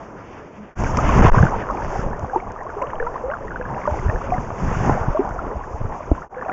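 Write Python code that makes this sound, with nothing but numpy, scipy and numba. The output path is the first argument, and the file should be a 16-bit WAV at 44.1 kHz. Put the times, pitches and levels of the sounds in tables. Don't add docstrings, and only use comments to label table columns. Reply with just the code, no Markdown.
import sys
import numpy as np
from scipy import signal
from scipy.fft import rfft, irfft, next_fast_len
from scipy.io import wavfile
from scipy.ndimage import uniform_filter1d
from numba import njit

SR = 44100
rng = np.random.default_rng(int(sys.argv[2]) if len(sys.argv) > 2 else 0)


def unload_wav(signal):
    wavfile.write(
        sys.argv[1],
        SR,
        np.round(np.clip(np.atleast_2d(signal).T, -1, 1) * 32767).astype(np.int16),
    )


def voltage_ratio(decibels):
    exponent = np.asarray(decibels, float) / 20
    return 10 ** exponent


N = 287532

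# silent_s, fade_out_s, fade_in_s
FADES = [
    (0.753, 0.094, 0.049),
    (6.289, 0.078, 0.099),
]
# frequency_hz, level_db
HOUSING = [(20, -0.5), (1000, 1.5), (1500, -6.5), (2700, -20.5), (3500, -34), (3800, -42), (4000, -56.5),
           (4250, -39), (5200, -27), (6400, -22), (7200, -29.5), (7800, -46.5), (8200, -70.5)]


def curve(table, hz):
    f, db = np.transpose(table)
    return np.interp(np.log(np.maximum(hz, 1)), np.log(f), db)


def unit(x):
    return x / np.sqrt(np.mean(x ** 2))


def walk(rate):
    k = int(SR / rate)
    held = np.repeat(rng.standard_normal(N // k + 1), k)[:N]
    return unit(uniform_filter1d(uniform_filter1d(held, k), k))


def bands(table, shared_db, shared_rate, own_db, own_rate):
    size = next_fast_len(N, True)
    hz = np.arange(size // 2 + 1) * SR / size
    coloured = rfft(rng.standard_normal(size)) * voltage_ratio(curve(table, hz))
    swell = walk(shared_rate)
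    lowest, highest = table[0][0], table[-1][0]
    out = 0
    for centre in lowest * 2 ** np.arange(np.log2(highest / lowest) // 1 + 2):
        octaves = np.clip(np.log2(np.maximum(hz, 1) / centre), -1, 1)
        band = irfft(coloured * np.cos(np.pi / 2 * octaves) ** 2, size)[:N]
        out = out + band * voltage_ratio(shared_db * swell + own_db * walk(own_rate))
    return unit(out)


def follow(takes, t):
    edges = [0] + [fade[0] for fade in FADES] + [N / SR]
    rows = []
    for take, a, b in zip(takes, edges, edges[1:]):
        rows += [(a, take[0][1]), *take, (b, take[-1][1])]
    s, db = np.transpose(rows)
    return np.interp(t, s, db)


def wind_strength(t):
    # time_s, level_db
    gust = [
        [(0.3, -67)],
        [(0.83, -49), (1.1, -45.5), (1.25, -41.5), (1.33, -56), (1.4, -45.5), (1.66, -63), (1.99, -50.5),
         (2.08, -62.5), (2.75, -67), (3.63, -65), (3.95, -54.5), (4.56, -56.5), (4.69, -47.5), (4.86, -47),
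         (5.05, -60.5), (6.2, -62)],
        [(6.42, -72.5)],
    ]
    return follow(gust, t)


def water_strength(t):
    # time_s, level_db
    water = [
        [(0.0, -42), (0.64, -45)],
        [(0.83, -31.5), (0.99, -29.5), (1.16, -21.5), (1.27, -14.5), (1.47, -26), (2.0, -29), (2.6, -36),
         (2.86, -31), (3.4, -32.5), (4.05, -30.5), (4.51, -35), (4.88, -27.5), (5.62, -35), (6.2, -36)],
        [(6.38, -33), (6.49, -28.5)],
    ]
    return follow(water, t)


def both_drive(gust_db, water_db, usual_db, per_gust, per_water):
    usual_gust_db, usual_water_db = -58, -33
    return usual_db + per_gust * (gust_db - usual_gust_db) + per_water * (water_db - usual_water_db)


def rumble(gust_db, water_db, ashore):
    # frequency_hz, level_db (per Hz)
    bank = [(25, -2.5), (55, -1), (200, -2), (450, -2.5), (900, -13), (1600, -36)]
    # frequency_hz, level_db (per Hz)
    wind_colour = [(12, -1), (25, 5), (60, -0.5), (120, -4.5), (200, -7.5), (400, -16), (900, -36)]
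    riffle = voltage_ratio(6.0) * bands(bank, 0.44, 14.0, 0.65, 19)
    wind = voltage_ratio(5.0) * bands(wind_colour, 2.94, 22, 2.2, 12)
    level_db = both_drive(gust_db, water_db, -36, 0.72, 0.46)
    return voltage_ratio(level_db) * np.where(ashore, riffle, wind)


def rush(water_db, ashore):
    # frequency_hz, level_db (per Hz)
    rush_colour = [(100, -13.5), (200, -9.5), (500, 0), (1000, 0.5), (1600, -8), (3000, -14.5),
                   (6000, -32.5)]
    return voltage_ratio(water_db - 1.5 - 1.7 * ashore) * bands(rush_colour, 1.9, 24, 2.6, 26)


def hiss(gust_db, ashore):
    # frequency_hz, level_db (per Hz)
    hiss_colour = [(150, -14), (500, -7), (1500, -11.5), (3000, -6.5), (4500, -3), (8000, 2.5)]
    lull_db = -64.5
    level_db = np.maximum(gust_db, lull_db) + 0.98 * walk(9)
    return voltage_ratio(level_db + 31.0 - 3.7 * ashore) * bands(hiss_colour, 1.7, 60, 0.62, 25)


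def spray(spray_db, ashore):
    # frequency_hz, level_db (per Hz)
    spray_colour = [(700, -19), (1400, -9.5), (2200, -6.5), (3600, -4), (5000, -9.5), (8000, -21)]
    return voltage_ratio(spray_db + 22.0 + 11.6 * ashore) * bands(spray_colour, 2.2, 35, 2.6, 17)


@njit
def ring(rows, size):
    out = np.zeros(size)
    for s, gain, hz, t60, rise in rows:
        start = int(s * SR)
        for i in range(min(int(t60 * SR), size - start)):
            t = i / SR
            turn = 2 * np.pi * hz * (t + rise * t * t / 2 / t60)
            out[start + i] += gain * np.sin(turn) * (1 - np.exp(-2 * hz * t)) * 1000 ** (-t / t60)
    return out


def gurgle(count, low_hz, octaves, cycles, spread_db, most_db, slope_db):
    when, pitch, size, life, rise = rng.random((count, 5)).T
    hz = low_hz * 2 ** (octaves * pitch)
    gain = voltage_ratio(np.minimum(-spread_db * np.log(size), most_db) + slope_db * octaves * pitch)
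    t60 = cycles * (0.4 + 2.0 * life ** 2) / hz
    return unit(ring(np.column_stack([when * N / SR, gain, hz, t60, 0.9 * rise]), N))


def fizz(water_db, spray_db, ashore):
    calm_db = -25
    pockets = gurgle(count=2100, low_hz=350, octaves=2.4, cycles=22, spread_db=5.0, most_db=15.0, slope_db=5.5)
    drops = gurgle(count=2400, low_hz=1250, octaves=2.5, cycles=9.9, spread_db=0.5, most_db=11.5, slope_db=5.0)
    pockets = voltage_ratio(np.minimum(water_db, calm_db) - 1.0) * pockets
    drops = voltage_ratio(np.minimum(spray_db + 17.0, calm_db) - 1.0) * drops
    return voltage_ratio(-9 * ashore) * (pockets + drops)


def gulp(t):
    # peak_s, level_db, pitch_hz, width_s
    slosh = (.612, -35, 212, .04)
    s, db, hz, width = slosh
    bell = np.exp(-((t - s) / width) ** 4)
    return voltage_ratio(db) * bell * np.sin(2 * np.pi * np.cumsum(hz * (0.85 + 0.14 * bell)) / SR)


def ticks():
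    # start_s, thud_db, snap_db
    hits = [(0.837, -12, -34.5), (0.971, -25.5, -23.5), (1.09, -10.5, -32.5), (1.453, -8, -42),
            (1.71, -19, -44.5), (1.774, -20.5, -52), (1.847, -12, -59), (2.074, -24, -54),
            (2.193, -31, -40.5), (2.519, -30, -44), (2.633, -25, -54), (2.821, -16, -43),
            (2.933, -18.5, -55), (3.065, -22, -54), (3.854, -20, -56.5), (4.504, -13, -68),
            (4.895, -5, -46), (5.247, -22, -56), (5.291, -26, -46), (6.43, -16, -65), (6.494, -21, -60.5)]
    t60 = 0.013
    out, t = np.zeros((2, N)), np.arange(600) / SR
    for (s, *db), burst in zip(hits, rng.standard_normal((len(hits), len(t)))):
        start = int(s * SR)
        out[:, start:start + len(t)] += voltage_ratio(np.array(db))[:, None] * burst * 1000 ** (-t / t60)
    thud = signal.sosfilt(signal.butter(2, 2200, fs=SR, output="sos"), out[0])
    snap = signal.sosfilt(signal.butter(2, 3000, "high", fs=SR, output="sos"), out[1])
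    return voltage_ratio(9.5) * thud + voltage_ratio(36) * snap


def bubbles():
    # start_s, level_db, pitch_hz
    drips = [(0.844, -21.5, 2200), (1.383, -7.5, 1470), (1.771, -27, 2240), (2.5, -35, 1900),
             (2.701, -37, 2010), (2.823, -28, 2560), (2.87, -32, 2780), (2.905, -36, 2800),
             (2.955, -34.5, 2900), (2.998, -26.5, 2100), (3.026, -18.5, 1470), (3.071, -28.5, 1910),
             (3.301, -25, 1870), (3.313, -32, 2700), (3.507, -21.5, 1540), (3.625, -34, 2400),
             (3.653, -20, 1550), (3.747, -33, 2510), (3.816, -24.5, 2030), (3.839, -26.5, 1980),
             (3.99, -23, 1910), (4.096, -29, 2420), (4.159, -19.5, 1620), (4.381, -21, 1610),
             (4.873, -24, 1930), (4.896, -11, 860), (6.03, -35, 2200), (6.345, -29, 2080),
             (6.45, -33.5, 2390), (6.496, -27.5, 2270)]
    # start_s, level_db, pitch_hz
    plinks = [(0.865, -16, 1510), (0.987, -6.5, 1197), (1.091, -7, 1078), (1.263, -6, 1002),
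              (1.427, -8, 1555), (1.467, -11.5, 1460), (1.707, -15.5, 1190), (2.401, -27, 2160),
              (2.665, -19.5, 1060), (2.701, -23.5, 1380), (2.817, -26.5, 2080), (3, -15, 1690),
              (3.067, -18, 1285), (5.61, -19.5, 1024), (3.314, -18, 1490), (3.339, -18, 1330),
              (3.559, -16.5, 1470), (3.612, -21.5, 1600), (3.854, -13.5, 1130), (3.875, -18.5, 1390),
              (4.097, -17, 1740), (4.304, -27.5, 2370), (4.319, -17.5, 1100), (4.34, -23.5, 1950),
              (5.171, -14, 1080), (5.39, -15.5, 1316), (6.178, -19.5, 990), (6.22, -21.5, 1336),
              (6.412, -23, 1700), (6.496, -16.5, 1376)]
    # start_s, level_db, pitch_hz, t60_s, pitch_rise (share over t60)
    glugs = [(1.344, -7.5, 844, 0.07, 4.4), (0.971, -15.5, 945, 0.12, 1.54),
             (1.955, -14.5, 750, 0.062, 0.28), (2.333, -14.5, 755, 0.1, 0.64),
             (2.36, -11, 350, 0.077, 0.23), (2.359, -5, 884, 0.044, 0.087), (2.766, -19, 410, 0.097, 0.018),
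             (2.817, -18, 956, 0.19, 1.16), (2.818, -18.5, 512, 0.094, 1.9),
             (3.001, -16.5, 438, 0.13, 1.14), (3.023, -21, 458, 0.24, 0.27),
             (3.066, -14.5, 887, 0.079, 0.64), (3.237, -19, 479, 0.28, 1.16), (3.283, -18, 518, 0.17, 1.07),
             (3.597, -21.5, 496, 0.17, 0.02), (3.875, -12, 595, 0.14, 0.066),
             (3.875, -4.5, 863, 0.02, 0.57), (4.093, -19.5, 576, 0.096, 0.49), (4.32, -10, 727, 0.13, 0.05),
             (4.874, -17, 964, 0.12, 0.16), (5.147, -12.5, 584, 0.2, 0.95), (5.192, -4, 357, 0.073, 0.66),
             (6.366, -22.5, 504, 0.22, 0.084), (6.49, -17.5, 720, 0.085, 0.28)]
    knocks = [
        (6.115, 3.5, 289, 0.024, 0.013),
        (6.114, -10, 660, 0.027, 0.068),
        (5.195, -13.5, 273, 0.093, 0.1),
        (6.326, -20, 760, 0.093, 0.16),
    ]
    small = []
    for table, cycles, rise in ((plinks, 48, 0.25), (drips, 33, 0.44)):
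        small += [(s, db, hz, cycles / hz, rise) for s, db, hz in table]
    rows = np.array([*glugs, *small, *knocks], float)
    rows[:, 1] = voltage_ratio(rows[:, 1] - curve(HOUSING, rows[:, 2]))
    return ring(rows, N)


def buffets(t):
    # peak_s, level_db, swing_hz
    pushes = [(0.858, -24, 76), (0.951, -20, 89), (1.15, -13, 51), (1.164, -5, 149), (1.213, -2, 200),
              (1.226, -2, 53), (1.252, 6, 111), (1.281, -8.5, 52), (1.378, 0.5, 128), (1.411, 1.5, 89),
              (1.435, 6, 147), (1.458, -8, 140), (1.563, -17.5, 27), (1.993, -12, 127),
              (2.062, -14.5, 25.9), (2.065, -14, 157), (2.239, -13.5, 91), (3.925, -12, 74),
              (4.067, -6.5, 57), (4.092, -7.5, 87), (4.385, -12, 124), (4.683, -10, 92),
              (4.718, -13.5, 170), (4.81, -10.5, 113), (4.896, -7, 247), (5.104, -11.5, 32),
              (5.747, -16, 64), (5.815, -12.5, 112), (5.854, -12, 95)]
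    # peak_s, level_db, swing_hz
    pulls = [(0.876, -20.5, 150), (1.1, -12.5, 84), (1.178, -1, 128), (1.198, 2.5, 120), (1.211, -9.5, 20),
             (1.327, -1, 16), (1.419, -9.5, 19), (2.137, -20.5, 21), (3.02, -19, 11), (3.737, -18, 130),
             (3.998, -14.5, 120), (4.152, -13.5, 40), (4.528, -18, 83), (4.771, -12.5, 150),
             (4.905, -12, 35), (4.927, -10, 122), (5.016, -14.5, 77), (5.085, -7, 126), (5.311, -18, 74),
             (5.39, -20.5, 50), (5.57, -16, 61), (5.836, -16.5, 21), (6.119, -11, 43), (6.12, -6.5, 71)]
    out = np.zeros(N)
    for sign, rows in ((1, pushes), (-1.06, pulls)):
        for (s, db, hz), turn in zip(rows, 0.058 * rng.standard_normal(len(rows))):
            near = slice(int((s - 3 / hz) * SR), int((s + 3 / hz) * SR))
            phase = hz * (t[near] - s)
            pulse = np.exp(-1.6 * np.abs(phase / 0.69) ** 0.74)
            out[near] += sign * voltage_ratio(db) * pulse * np.cos(2 * np.pi * (phase + turn))
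    return out


def scene():
    t = np.arange(N) / SR
    ashore = t < FADES[0][0]
    water_db, gust_db = water_strength(t), wind_strength(t)
    spray_db = both_drive(gust_db, water_db, -52.5, 0.71, 0.75)
    steady = rumble(gust_db, water_db, ashore) + rush(water_db, ashore)
    steady = steady + hiss(gust_db, ashore) + spray(spray_db, ashore)
    single = gulp(t) + ticks() + bubbles() + buffets(t)
    return (steady + fizz(water_db, spray_db, ashore) + single)[None]


def stall(x, t):
    # start_s, length_s, stuck_value
    stalls = [
        (1.193, 0.0033, -0.74),
        (1.2154, 0.0044, -.68),
        (1.249, 0.0033, -1.1),
        (1.2505, .003, 2.4),
        (1.274, 0.0036, -0.62),
        (1.2993, 0.017, 0.22),
        (1.431, 0.0021, -0.77),
    ]
    drain_s, leak = 0.014, 0.04
    for s, length, value in stalls:
        stuck = (t >= s) * np.clip(3 * (s + 1.2 * length - t) / length, 0, 1)
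        x = x + (1 - leak) * stuck * (value * np.exp(-np.abs(t - s) / drain_s) - x)
    return x


def half_housing():
    cepstrum = irfft(np.log(voltage_ratio(curve(HOUSING, np.arange(1025) * SR / 2048) / 2)))
    cepstrum[1:1024] *= 2
    cepstrum[1025:] = 0
    return irfft(np.exp(rfft(cepstrum)))


def clip_at_rail(x):
    rail = 0.66
    return rail * np.tanh((np.abs(x) / rail) ** 3) ** (1 / 3) * np.sign(x)


def band_limit(x):
    return signal.sosfilt(signal.butter(12, 7990, fs=SR, output="sos"), x)


def record(dry):
    t, half = np.arange(N) / SR, half_housing()
    x = stall(dry[0], t)
    x = signal.fftconvolve(x, half)[:N]
    x = clip_at_rail(x)
    x = signal.fftconvolve(x, half)[:N]
    for s, fade_out, fade_in in FADES:
        x = x * np.clip(np.maximum((s - t) / fade_out, (t - s) / fade_in), 0, 1)
    return band_limit(x[None])


dry = scene()
out = record(dry)
unload_wav(out)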